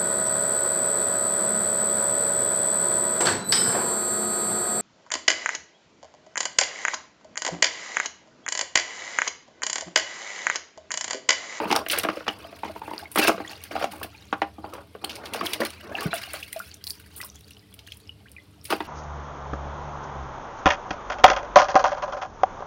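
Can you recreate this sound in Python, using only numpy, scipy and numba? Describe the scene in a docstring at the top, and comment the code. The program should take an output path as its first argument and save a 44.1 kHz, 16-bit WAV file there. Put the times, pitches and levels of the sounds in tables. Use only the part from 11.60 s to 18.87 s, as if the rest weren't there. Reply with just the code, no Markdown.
"""Outdoors in a yard, a phone close to a plastic bucket: a metal chain is dunked and rinsed in water by hand.
Knocks are damped noise with a hollow tone; splashes are bursts of tiny decaying sines, bubbles single ones.
Swarms of such grains over soft noise make the churning, gurgling and trickling.
The chain is then held up to drip and swung out over the rim; distant machinery drones in the quiet air."""
import sys
import numpy as np
from scipy import signal
from scipy.fft import rfft, irfft
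from scipy.io import wavfile
from numba import njit

SR = 44100
rng = np.random.default_rng(int(sys.argv[2]) if len(sys.argv) > 2 else 0)


def materialize(psi):
    """Save the field psi as 16-bit PCM at rate SR to the path in sys.argv[1].

    A 1-D psi becomes a single channel; in a 2-D psi each row is a channel.
    """
    bounded = np.clip(np.atleast_2d(psi).T, -1, 1)
    quanta = np.round(bounded * 32767).astype(np.int16)
    wavfile.write(sys.argv[1], SR, quanta)


N = 320607
TIME = np.arange(N) / SR  # [s]

# Outdoor air, colour of its noise: f/Hz, relative level/dB
AIR_COLOUR = [(15, -70), (25, -2), (54, 9.5), (93, -1.5), (150, -1.5), (207, -8), (404, -22), (543, -15.5),
              (655, -20), (1540, -24), (2780, -20.5), (4620, -22), (6540, -33.5), (9020, -29), (15000, -30)]
AIR_DB = -57.5  # rms before the microphone
# Distant machinery, bands of drone: centre f/Hz, width/Hz, level/dB
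DRONE_BANDS = [(79.5, 9.8, -57.5), (101.8, 15.4, -59), (153, 9, -70.5), (198.9, 20, -64), (291, 42, -65),
               (423, 59, -67)]

# Hand strokes that dunk, swish or shake the chain:
# from t/s, to t/s, slosh level/dB, bubbling level/dB, spray level/dB (before colouring and trims)
HAND_STROKES = [(0.0, 0.04, -26, -38, -55), (0.078, 0.22, -31, -41, -57), (0.307, 0.403, -34, -29, -50),
                (0.42, 0.57, -39, -46, -63), (0.688, 0.658, -21.5, -32, -43),
                (1.047, 1.085, -40, -43.5, -70), (1.249, 1.437, -47, -46.5, -59),
                (1.578, 1.682, -28.5, -26, -42), (1.81, 1.947, -45.5, -65, -81),
                (2.112, 2.242, -39, -37.5, -56.5), (2.305, 2.465, -45.5, -53, -61),
                (3.038, 3.222, -43.5, -57.5, -70), (3.421, 3.56, -41, -49.5, -61.5),
                (3.565, 3.716, -40.5, -47.5, -65), (3.727, 3.855, -35, -36, -52.5),
                (3.841, 3.962, -39.5, -36, -47.5), (4.005, 4.053, -28, -29, -46.5),
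                (4.243, 4.335, -39, -69, -77), (4.365, 4.472, -34.5, -35.5, -55),
                (4.516, 4.582, -42.5, -31.5, -53), (4.614, 4.79, -48.5, -38.5, -53.5),
                (4.8, 5.07, -77, -46, -53), (5.26, 5.31, -61, -60, -48.5), (5.566, 5.66, -55, -66, -51),
                (7.112, 7.118, -23.5, -28.5, -44)]
# Afterwash of a stroke: slosh, bubbling, spray level/dB re the stroke
AFTERWASH_LEVELS = [-24, -16.5, -18]
# Water left to itself: slosh, bubbling, spray level/dB
SETTLED_LEVELS = [-62, -68, -77]
# 1/e times of the amplitude, as the water swells, falls back and washes on
ATTACK_S, RELEASE_S, AFTERWASH_S = 0.0079, 0.019, 0.58
HEAVE_RATE_HZ, HEAVE_DB = 30.15, 1  # the stirred water heaves unevenly
CALM_DB = -49  # below this slosh level the links hardly move and little air is dragged under
# Colours of the churning, of its bubbles and of fine droplets: f/Hz, relative level/dB
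SLOSH_COLOUR = [(100, 1.5), (200, -5.5), (300, -6.5), (430, -3), (800, -3), (1300, 0.5), (2000, -11.5)]
BUBBLING_COLOUR = [(1400, -1.5), (1800, -4), (2700, 0.5), (3600, -4), (4600, 1), (6000, -5), (7000, -5.5)]
SPRAY_COLOUR = [(5000, -33), (7200, -8.5), (9400, 7.5), (11500, 1.5), (14000, 6), (16000, 7.5)]

# Chain and hand knocking on the bucket: t/s, clack level/dB, thump/dB re clack, crack/dB re clack,
# hollow f/Hz, hollow/dB re clack (thump and crack before their trims)
CHAIN_KNOCKS = [(0.001, -17.5, -14, -11.5, 884, 14), (0.054, -20, -8, -14, 940, 11),
                (0.112, -16.5, -3.5, -3, 840, 14), (0.126, -10, -11, -9, 850, 9),
                (0.154, -17, -16, -11, 1310, 12), (0.16, -10.5, -25, -21, 874, -2),
                (0.263, -30.5, -3.5, 6, 670, 17), (0.331, -18, -24, -1.5, 1345, 0.5),
                (0.375, -24.5, -14, 1, 470, 8), (0.436, -23, -5, -3, 1190, 6),
                (0.448, -16.5, -7.5, -10, 690, -6), (0.487, -14, -7.5, -6.5, 1200, 0),
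                (0.606, -29, -14, -15, 1460, -2), (0.666, -27, -15, -7, 696, -9),
                (0.679, -16, -11, -4, 856, 4), (0.847, -31.5, -14, -22, 687, -1.5),
                (0.927, -34, -9.5, -13, 680, 3), (1.0333, -18.5, -17, -16.5, 890, 8),
                (1.049, -26, -14, -11, 930, 1), (1.096, -29.5, -9, -26, 630, 5),
                (1.161, -27, -9.5, -19, 945, 8), (1.217, -23.5, -21, -19.5, 893, 7.5),
                (1.277, -23.5, -14, -30, 890, 1), (1.312, -23.5, -11, -23, 950, 16),
                (1.334, -25, -6, -11.5, 890, 19), (1.428, -34.5, -9, -32, 835, 22),
                (1.558, -13, -14, -9.5, 1220, -3), (1.575, -10.5, -9.5, -8, 1280, 4),
                (1.59, -15, -1.5, -14, 780, 22), (1.626, -25, -11, 1, 560, 15),
                (1.648, -19, -12, -0.5, 694, 0), (1.679, -11, -7, -6, 676, -4.5),
                (1.694, -8.5, -9.5, -19, 710, -24), (1.743, -27, -6, -20, 680, 3),
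                (1.779, -25.5, -6, -14, 1230, 3), (1.801, -25, -4, -14.5, 805, -1),
                (2.115, -30.5, -23, -11, 1160, -9), (2.154, -17, -27, -22, 747, 2),
                (2.163, -17, -18, -15, 754, -4), (2.213, -19, -35, -19, 720, 1),
                (2.225, -16, -21, -13.5, 546, 0.5), (2.2415, -17.5, -13, -8, 740, 2),
                (2.334, -30.5, -20, -34, 850, 7), (2.413, -27.5, -13, -21, 1030, -4),
                (2.727, -10.5, -13.5, -14.5, 834, -3.5), (2.818, -10.5, -13, -9.5, 802, -1),
                (2.981, -35.5, -1, -39, 805, -5), (3.041, -23.5, -12.5, -29, 834, 0.5),
                (3.133, -26.5, -23, -25, 490, -6), (3.179, -29, -29, -23, 553, -2),
                (3.35, -34, 0, -11, 544, -16), (3.44, -26, -4.5, -7, 800, 18),
                (3.745, -19, -32, -26, 487, -12), (3.811, -16.5, -11, -13, 1136, 15),
                (3.827, -30.5, 3.5, -22, 670, 9), (4.002, -25, -1, -21, 525, 9),
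                (4.313, -30, -6, -26, 620, 2), (4.421, -23, -29, -34, 1160, 2),
                (4.738, -23.5, -29, -20, 605, -8), (7.104, -19, -11, -7, 1110, 1),
                (7.125, -12, -7, -7.5, 866, 4), (7.204, -17, -10.5, -11.5, 924, 2)]
# Colour of a blow: f/Hz, relative level/dB
BLOW_COLOUR = [(100, -6.5), (250, -10.5), (500, 5), (850, -2), (1300, 4.5), (1800, -1.5), (3300, -14),
               (4200, -22.5), (8000, -24.5), (16000, -7)]
REBOUND_S, REBOUND_DB = 0.014, -11  # mean delay and level of the one bounce after each knock
# Loose links tap the wall at random, following the slosh level
TAP_RE_SLOSH_DB, TAP_SPREAD_DB = 4, 12
TAP_THUMP_DB, TAP_CRACK_DB, TAP_HOLLOW_DB = -7.5, -9, 14.5
TAP_LOW_HZ, TAP_HIGH_HZ = 524, 1078
# Water cushions a blow: the less it cracks, the slower it builds up
CUSHION_AT_DB, CUSHION_DB_PER_DOUBLING = -14, 7
# Bucket wall and the air in it, resonances: f/Hz, level/dB (before the ring trim), t60/s
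BUCKET_MODES = [(105.5, -24, 0.14), (192, 8.5, 0.19), (307, 5, 0.11), (367, 1, 0.1), (464, -23, 0.18),
                (652, 2.5, 0.053), (690.6, 0.5, 0.11), (796, 5.5, 0.15), (888, -15.5, 0.24),
                (926, -10, 0.14), (1000, -49, 0.074), (1167, -0.5, 0.033), (1487, -0.5, 0.014),
                (2120, -8, 0.067), (2790, -16.5, 0.037), (3020, -38, .05)]

# Water slapping and bursting into droplets: t/s, slap level/dB, spray level/dB (before trims), decay/s
WATER_SPLASHES = [(0.1133, -18.5, -36, 0.0015), (0.1248, -17, -30, 0.0033), (0.1527, -29, -29, 0.0039),
                  (0.1617, -13, -21.5, 0.0018), (0.2856, -27, -23, 0.0024), (0.2985, -16.5, -30, 0.0058),
                  (0.3114, -25.5, -19, 0.011), (0.3193, -21, -17, 0.0059), (0.3764, -25.5, -38, 0.0045),
                  (0.3853, -27, -14, 0.0033), (0.3964, -18.5, -38, 0.0034), (0.4328, -26.5, -31, 0.007),
                  (0.6799, -24.5, -48, 0.0044), (1.515, -44.5, -32.5, 0.024), (1.5484, -38, -35.5, 0.0098),
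                  (1.558, -40, -23, 0.0076), (1.5843, -20, -18.5, 0.0082), (1.6164, -24, -38, 0.0057),
                  (1.6307, -22, -38, 0.005), (1.673, -14.5, -30, 0.017), (1.6804, -26, -15.5, 0.0042),
                  (2.037, -34, -30, 0.0037), (2.2404, -28, -50, 0.007), (2.4304, -28, -28, 0.013),
                  (3.1362, -37.5, -37.5, 0.006), (3.444, -47, -27, 0.0045), (3.4943, -26.5, -41, 0.045),
                  (3.5541, -33.5, -37, 0.012), (3.6555, -31, -42, 0.018), (3.7354, -25.5, -28.5, 0.0034),
                  (3.861, -24, -27, 0.0035), (3.9325, -17.5, -25, 0.0084), (4.0034, -27, -33, 0.005),
                  (4.0497, -24, -25, 0.0038), (4.1034, -32.5, -37, 0.0026), (4.4066, -29.5, -29, 0.0028),
                  (4.4288, -47, -30.5, 0.014), (4.4649, -37, -40, 0.0062), (4.5396, -50, -28, 0.005),
                  (4.5564, -48.5, -28, 0.029), (4.7336, -44, -24.5, 0.0022), (4.829, -35, -41, 0.0045),
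                  (4.9282, -31, -25.5, 0.0034), (4.962, -38, -44, 0.004), (5.1426, -49, -39, 0.0025),
                  (5.24, -40, -33.5, 0.0044), (5.269, -37.5, -30, 0.006), (5.2864, -54, -37, 0.005),
                  (5.2984, -43, -24.5, 0.005), (5.3052, -63, -28.5, 0.008), (5.5618, -53, -33.5, 0.026),
                  (5.6134, -29.5, -27.5, 0.0022), (5.645, -45.5, -31, 0.016), (5.906, -48, -41.5, 0.004),
                  (6.14, -46, -39, 0.005), (6.1903, -38, -47, 0.0041), (6.2714, -40, -45, 0.0053),
                  (6.3205, -36.5, -47, 0.003), (6.3699, -63, -42, 0.0031), (6.7161, -52, -38, 0.002),
                  (7.041, -54, -37, 0.0077), (7.0518, -35.5, -31, 0.028), (7.1032, -22.5, -28, 0.018)]
# Stray droplets flicked off at random, following the bubbling and spray levels
FLICK_RE_BUBBLING_DB, FLICK_RE_SPRAY_DB = -3.5, 13.5
FLICK_SPREAD_DB, FLICK_DECAY_S = -10, 0.0023

# Single air pockets ringing: t/s, starting f/Hz, level/dB (before the trim),
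# decay/cycles to 1/e, pitch change/octaves per 1/e time
AIR_POCKETS = [(0.689, 2990, -13.5, 9, -0.022), (0.843, 3040, -33.5, 10, 0.038),
               (1.38, 4520, -18.5, 5.2, 0.082), (1.395, 1560, -34.5, 6.6, 0.059),
               (1.456, 2150, -29.5, 9, .02), (1.625, 2700, -13, 31, -.02), (1.673, 2717, -10, 18, -0.065),
               (1.693, 656, -7, 1.5, -0.17), (1.848, 1890, -29, 13, 0.012), (1.876, 3220, -29.5, 13, 0.072),
               (2.242, 700, -16, 2.4, 0.094), (2.257, 292, -38, 9.5, -.4), (2.429, 1680, -26, 6, 0.021),
               (2.549, 2420, -37.5, 13, .02), (3.445, 2980, -19.5, 8.3, 0.071),
               (3.447, 4240, -16, 6.2, 0.019), (3.497, 5300, -33, 14, -0.073),
               (3.867, 3570, -15.5, 13, -0.23), (4.018, 1785, -15, 5.5, 0.085),
               (4.211, 2800, -35, 8.9, .03), (4.345, 718, -25.5, 6, 0.071), (4.352, 2830, -16, 10.6, -.08),
               (4.385, 1700, -22, 9.7, 0.015), (4.456, 158, -14.5, 1.4, -0.0022),
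               (4.531, 1510, -10.5, 1.6, -0.069), (4.534, 732, -22.5, 8.4, -0.13),
               (4.827, 2460, -24.5, 14.4, 0.23), (4.929, 2050, -30, 9.6, -0.0027),
               (4.961, 667, -25.5, 6, -0.042), (5.001, 1310, -24, 6.5, .11), (5.24, 4200, -24, 6.9, 0.35),
               (5.269, 4300, -18, 3.9, -0.03), (5.276, 4730, -17.5, 4.3, -0.11),
               (5.306, 5000, -14.5, 5.9, -0.11), (5.602, 1054, -36.5, 6, 0.51),
               (5.603, 1946, -28.5, 13, .02), (5.63, 1440, -30, 1.5, .03), (5.638, 916, -38, 8.9, 0.32),
               (6.276, 1910, -35.5, 3.4, -0.13), (6.285, 2750, -36, 12, 0.047), (6.32, 2920, -26, 6.5, .2),
               (6.493, 2930, -27, 12.4, -0.0068), (6.656, 1370, -45.5, 20, 0.65),
               (6.765, 2470, -32.5, 11, -0.052), (6.782, 1990, -35.5, 15, .03)]
# Thin streams running off the lifted chain: from t/s, to t/s, level/dB
CHAIN_TRICKLES = [(0.76, 0.870, -63), (1.384, 1.45, -63), (1.876, 2.01, -50.5), (2.505, 2.728, -57.5),
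                  (5.035, 5.152, -53), (5.330, 5.397, -57), (5.519, 5.72, -51), (5.75, 5.97, -58.5),
                  (6.122, 6.205, -65), (6.252, 6.333, -53), (6.343, 6.478, -59)]
TOP_HZ = 15850  # upper limit of the microphone


def amp(db):
    """Amplitude factor of a level in dB."""
    return 10 ** (np.asarray(db) / 20)


def unit(x):
    """Scale to rms 1."""
    return x / np.sqrt(np.mean(x ** 2) + 1e-20)


def peak(x, db):
    """Scale to a peak level."""
    return x * amp(db) / (np.abs(x).max() + 1e-12)


def band(x, lo_hz, hi_hz, order=2):
    """Causal band-pass."""
    edges_hz = [lo_hz, min(hi_hz, .48 * SR)]
    return signal.sosfilt(signal.butter(order, edges_hz, "band", fs=SR, output="sos"), x)


def colour(x, points, size=2048):
    """Causal minimum-phase filter that follows (f/Hz, level/dB) points."""
    hz, db = np.transpose(points)
    bins_hz = np.maximum(np.arange(size // 2 + 1) * SR / size, 1)
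    curve_db = np.interp(np.log(bins_hz), np.log(hz), db)
    # folding the cepstrum onto positive time makes the filter causal
    cepstrum = irfft(np.log(amp(curve_db)))
    cepstrum[1:size // 2] *= 2
    cepstrum[size // 2 + 1:] = 0
    impulse = irfft(np.exp(rfft(cepstrum)))
    return signal.fftconvolve(x, impulse)[:len(x)]


def add(out, s, x):
    """Mix x into out from time s on."""
    i = max(int(s * SR), 0)
    out[i:i + len(x)] += x[:max(len(out) - i, 0)]


@njit
def ring(n, s, hz, size, cycles, glide, onset):
    """Damped sines that build up over onset cycles; their pitch may glide as air pockets move."""
    out = np.zeros(n)
    for k in range(len(s)):
        start = max(int(s[k] * SR), 0)
        life = cycles[k] * SR / hz[k]  # 1/e time in samples
        phase, step, a = 0., 2 * np.pi * hz[k] / SR, size[k]
        fade, rise = np.exp(-1 / life), 2 ** (glide[k] / life)
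        for i in range(start, min(n, start + int(6 * life))):
            phase += step
            out[i] += a * np.sin(phase) * min(phase / (2 * np.pi * onset[k]), 1.)
            a *= fade
            step = min(step * rise, 2.8)  # stay below half the sample rate
    return out


def swarm(level_db, lo_hz, hi_hz, cycles, glide, spread_db, busy_db, wash_db, count,
          sparsest=.08, onset_share=0.12):
    """Many small bubbles or droplets over a soft noise wash; the higher the level, the more of them."""
    when, pitch, size, life, lot = rng.random((count, 5)).T
    share = np.clip(amp((level_db - busy_db) * .6), sparsest, 1)[(when * N).astype(int)]
    on = lot < share
    hz = lo_hz * (hi_hz / lo_hz) ** pitch[on]
    lives = cycles * (.5 + life[on])
    # fewer grains are each made stronger, so that the level holds
    strength = amp(spread_db * np.minimum(-np.log(1 - size), 4)) / np.sqrt(share)
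    grains = ring(N, when[on] * N / SR, hz, strength[on], lives, glide * 2 * life[on], onset_share * lives)
    wash = unit(band(rng.standard_normal(N), lo_hz, hi_hz))
    return (unit(grains) + amp(wash_db) * wash) * amp(level_db)


def surroundings():
    """Quiet outdoor air as coloured noise, with narrow noise bands as the drone of distant machinery."""
    air = unit(band(colour(rng.standard_normal(N), AIR_COLOUR), 62, 13000, order=5))
    sound = amp(AIR_DB) * air
    for hz, width, db in DRONE_BANDS:
        sound += amp(db) * unit(band(rng.standard_normal(N), hz - width / 2, hz + width / 2))
    return sound


def stirring():
    """Levels in dB of slosh, bubbling and spray as each stroke swells, holds and leaves an afterwash."""
    power = np.zeros((3, N)) + amp(SETTLED_LEVELS)[:, None] ** 2
    afterwash = amp(AFTERWASH_LEVELS)[:, None] ** 2
    for start, end, *db in HAND_STROKES:
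        before, after = np.maximum(start - TIME, 0), np.maximum(TIME - end, 0)
        swell = np.exp(-2 * before / ATTACK_S)
        fall = np.exp(-2 * after / RELEASE_S) + afterwash * np.exp(-2 * after / AFTERWASH_S)
        power += amp(db)[:, None] ** 2 * swell * fall
    heave = np.interp(TIME * HEAVE_RATE_HZ, np.arange(N), rng.standard_normal(N))
    return 10 * np.log10(power) + HEAVE_DB * heave


def churn(slosh_db, bubbling_db, spray_db, spurt_hz=110, spurt_db=5.5, bubbling_trim_db=-5):
    """Stirred water: low sloshing, fizz, distinct plinks and fine spray, all surging at each stroke."""
    # water breaks in quick spurts, which throw bubbles and spray together
    spurts = spurt_db * np.interp(TIME * spurt_hz, np.arange(N), rng.standard_normal(N))
    slosh = swarm(slosh_db, lo_hz=222.6, hi_hz=1463, cycles=6.3, glide=0.028, spread_db=2,
                  busy_db=-44.5, wash_db=-7.5, count=3500)
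    fizz = swarm(bubbling_db + spurts, lo_hz=1446, hi_hz=6970, cycles=5.0, glide=0.059, spread_db=-2.5,
                 busy_db=-39.5, wash_db=-12.0, count=22000, sparsest=.15)
    plinks = swarm(bubbling_db, lo_hz=1900, hi_hz=5840, cycles=21.0, glide=0.0233, spread_db=2.5,
                   busy_db=-47.5, wash_db=-49, count=1500)
    spray = swarm(spray_db + spurts, lo_hz=5700, hi_hz=16200, cycles=1.0, glide=.01, spread_db=2.5,
                  busy_db=-50.0, wash_db=-14.0, count=20000, sparsest=.15)
    bubbling = colour(amp(bubbling_trim_db) * (fizz + plinks), BUBBLING_COLOUR)
    return colour(slosh, SLOSH_COLOUR) + bubbling + colour(spray, SPRAY_COLOUR)


def gurgle(slosh_db, bubbling_db, trim_db=-8, slosh_share=0.46):
    """Larger pockets of air dragged under by the strokes plop back up, each rising in pitch."""
    mixed_db = slosh_share * slosh_db + (1 - slosh_share) * bubbling_db
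    level_db = mixed_db + trim_db + np.minimum(slosh_db - CALM_DB, 0)
    return swarm(level_db, lo_hz=651, hi_hz=2533, cycles=7.8, glide=0.0464, spread_db=4,
                 busy_db=-42, wash_db=-37, count=650)


def blows(slosh_db, count=70):
    """The knocks, a weaker rebound after each, and taps of loose links as strong as the slosh allows."""
    rebounds = []
    for (s, db, *tone), late in zip(CHAIN_KNOCKS, rng.random(len(CHAIN_KNOCKS))):
        rebounds.append((s + REBOUND_S * (.5 + late), db + REBOUND_DB, *tone))
    taps = []
    for k, (when, size, pitch) in enumerate(rng.random((count, 3))):
        i = int((k + when) / count * N)
        calm_db = min(slosh_db[i] - CALM_DB, 0)
        db = slosh_db[i] + TAP_RE_SLOSH_DB + TAP_SPREAD_DB * (2 * size - 1) + calm_db
        pitch_hz = TAP_LOW_HZ + pitch * (TAP_HIGH_HZ - TAP_LOW_HZ)
        taps.append((i / SR, db, TAP_THUMP_DB, TAP_CRACK_DB, pitch_hz, TAP_HOLLOW_DB))
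    return [*CHAIN_KNOCKS, *rebounds, *taps]


def knocks(rows, rise_s=0.00042, contact_s=0.004, tail_db=-18, tail_s=0.0083, cycles=2.85,
           thump_trim_db=3, crack_trim_db=7):
    """Each blow on the water-damped wall is a short dead clack with a hollow pitch of its own."""
    out, t = np.zeros(N), np.arange(SR // 8) / SR
    fade = np.exp(-t / contact_s) + amp(tail_db) * np.exp(-t / tail_s)
    noises = rng.standard_normal((len(rows), len(t)))
    for (s, level_db, thump_db, crack_db, pitch_hz, hollow_db), noise in zip(rows, noises):
        cushion = 2 ** (max(CUSHION_AT_DB - crack_db, 0) / CUSHION_DB_PER_DOUBLING)
        clack = colour(noise * (1 - np.exp(-t / (rise_s * cushion))) * fade, BLOW_COLOUR)
        hollow_swell = 1 - np.exp(-pitch_hz * t / cushion)
        hollow = np.sin(2 * np.pi * pitch_hz * t) * hollow_swell * np.exp(-pitch_hz * t / cycles)
        body = peak(band(clack, 498, 1290), 0) + peak(hollow, hollow_db)
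        # heavy blows thump the whole wall; hard contacts above the water crack
        thump = peak(band(clack, 198, 344), thump_db + thump_trim_db)
        crack = peak(band(clack, 2240, 4700), crack_db + crack_trim_db)
        blow = thump - peak(body, 0) + crack
        add(out, s, blow * amp(level_db))
    return out


def bucket(x, ring_trim_db=-5):
    """Every sound in the water also stirs the bucket's own resonances, each a decaying cosine."""
    t = np.arange(SR // 2) / SR
    hz, db, t60 = np.transpose(BUCKET_MODES)[:, :, None]
    decay = np.log(1000) / t60
    modes = amp(db) * 2 * decay / SR * np.cos(2 * np.pi * hz * t) * np.exp(-decay * t)
    return x + amp(ring_trim_db) * signal.fftconvolve(x, modes.sum(0))[:N]


def yard(x, wet_db=-14, t60_s=0.17, treble_db=-3, gap_s=0.00343):
    """The inside of the bucket, the ground and near walls return a short echo of decaying noise."""
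    t = np.arange(SR // 2) / SR
    noise = rng.standard_normal(len(t)) * (t > gap_s)
    fade = np.exp(-np.log(1000) * t / t60_s)
    echo = (band(noise, 113, 1350) - amp(treble_db) * band(noise, 2360, 15500)) * fade
    echo /= np.sqrt(np.sum(echo ** 2))
    return x + amp(wet_db) * signal.fftconvolve(x, echo)[:N]


def bursts(bubbling_db, spray_db, count=55):
    """The splashes, and small flicks of water that follow the stirring."""
    flicks = []
    for k, (when, size) in enumerate(rng.random((count, 2))):
        i = int((k + when) / count * N)
        db = FLICK_SPREAD_DB * (2 * size - 1)
        slap_db = bubbling_db[i] + FLICK_RE_BUBBLING_DB + db
        flicks.append((i / SR, slap_db, spray_db[i] + FLICK_RE_SPRAY_DB + db, FLICK_DECAY_S))
    return [*WATER_SPLASHES, *flicks]


def splashes(rows, count=180, rise_s=0.00055, spread_db=-0.5, cycles=1.7, tail_db=-15, tail_s=.016,
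             slap_trim_db=6, spray_trim_db=7, kin_share=0.24, kin_spread=0.2):
    """A slap of water tears into a burst of tiny ringing droplets, with stragglers falling after it."""
    out, n = np.zeros(N), SR // 8
    draws = rng.random((len(rows), 4, count))
    for (s, slap_db, spray_db, decay_s), (when, pitch, size, lot) in zip(rows, draws):
        delay = 4 * tail_s * when ** 2
        fall = np.exp(-delay / decay_s) + amp(tail_db) * np.exp(-delay / tail_s)
        swell = (1 - np.exp(-delay / rise_s)) * fall
        strength = amp(-spread_db * np.log(1 - size) / 2) * swell
        # droplets torn from one sheet of water are alike in size, which colours each splash
        pitch = np.where(lot < kin_share, np.abs(pitch[0] + kin_spread * (pitch - .5)), pitch)
        hz = 1700 + 13500 * pitch ** 1.5
        burst = ring(n, delay, hz, strength, np.full(count, cycles), np.zeros(count), np.ones(count))
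        slap = peak(band(burst, 2410, 6100, order=3), slap_db + slap_trim_db)
        spray = peak(colour(band(burst, 4400, SR / 2), SPRAY_COLOUR), spray_db + spray_trim_db)
        add(out, s, slap + spray)
    return out


def bubbles(trim_db=2, onset_share=0.22):
    """The larger air pockets plink and gulp one by one, each a damped sine gliding in pitch."""
    s, hz, db, cycles, glide = np.array(AIR_POCKETS, float).T.copy()
    return ring(N, s, hz, amp(db + trim_db), cycles, glide, onset_share * cycles)


def trickle(edge_s=0.011):
    """Strings of small drops patter on the surface, each trapping a tiny bubble; a faint patter stays."""
    flow = amp(-68)
    for start, end, db in CHAIN_TRICKLES:
        gate = np.interp(TIME, [start - edge_s, start, end, end + edge_s], [0, 1, 1, 0])
        flow = flow + amp(db) * gate
    return swarm(20 * np.log10(flow), lo_hz=2704, hi_hz=6980, cycles=6.7, glide=0.019, spread_db=5.5,
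                 busy_db=-52.5, wash_db=-15, count=1500)


def scene():
    """All the sounds of the bucket in the yard, over the surroundings."""
    slosh_db, bubbling_db, spray_db = stirring()
    water = churn(slosh_db, bubbling_db, spray_db) + gurgle(slosh_db, bubbling_db)
    water += knocks(blows(slosh_db))
    water += splashes(bursts(bubbling_db, spray_db))
    water += bubbles() + trickle()
    return (amp(-2.38) * yard(bucket(water)) + surroundings())[None]


def record(dry, low_cut_hz=58):
    """The phone's microphone drops the deep bass, rounds the loudest peaks and cuts the top."""
    heard = signal.sosfilt(signal.butter(8, low_cut_hz, "high", fs=SR, output="sos"), dry)
    rounded = np.tanh(heard)
    return signal.sosfilt(signal.ellip(10, .2, 70, TOP_HZ, fs=SR, output="sos"), rounded)


dry = scene()
out = record(dry)
materialize(out)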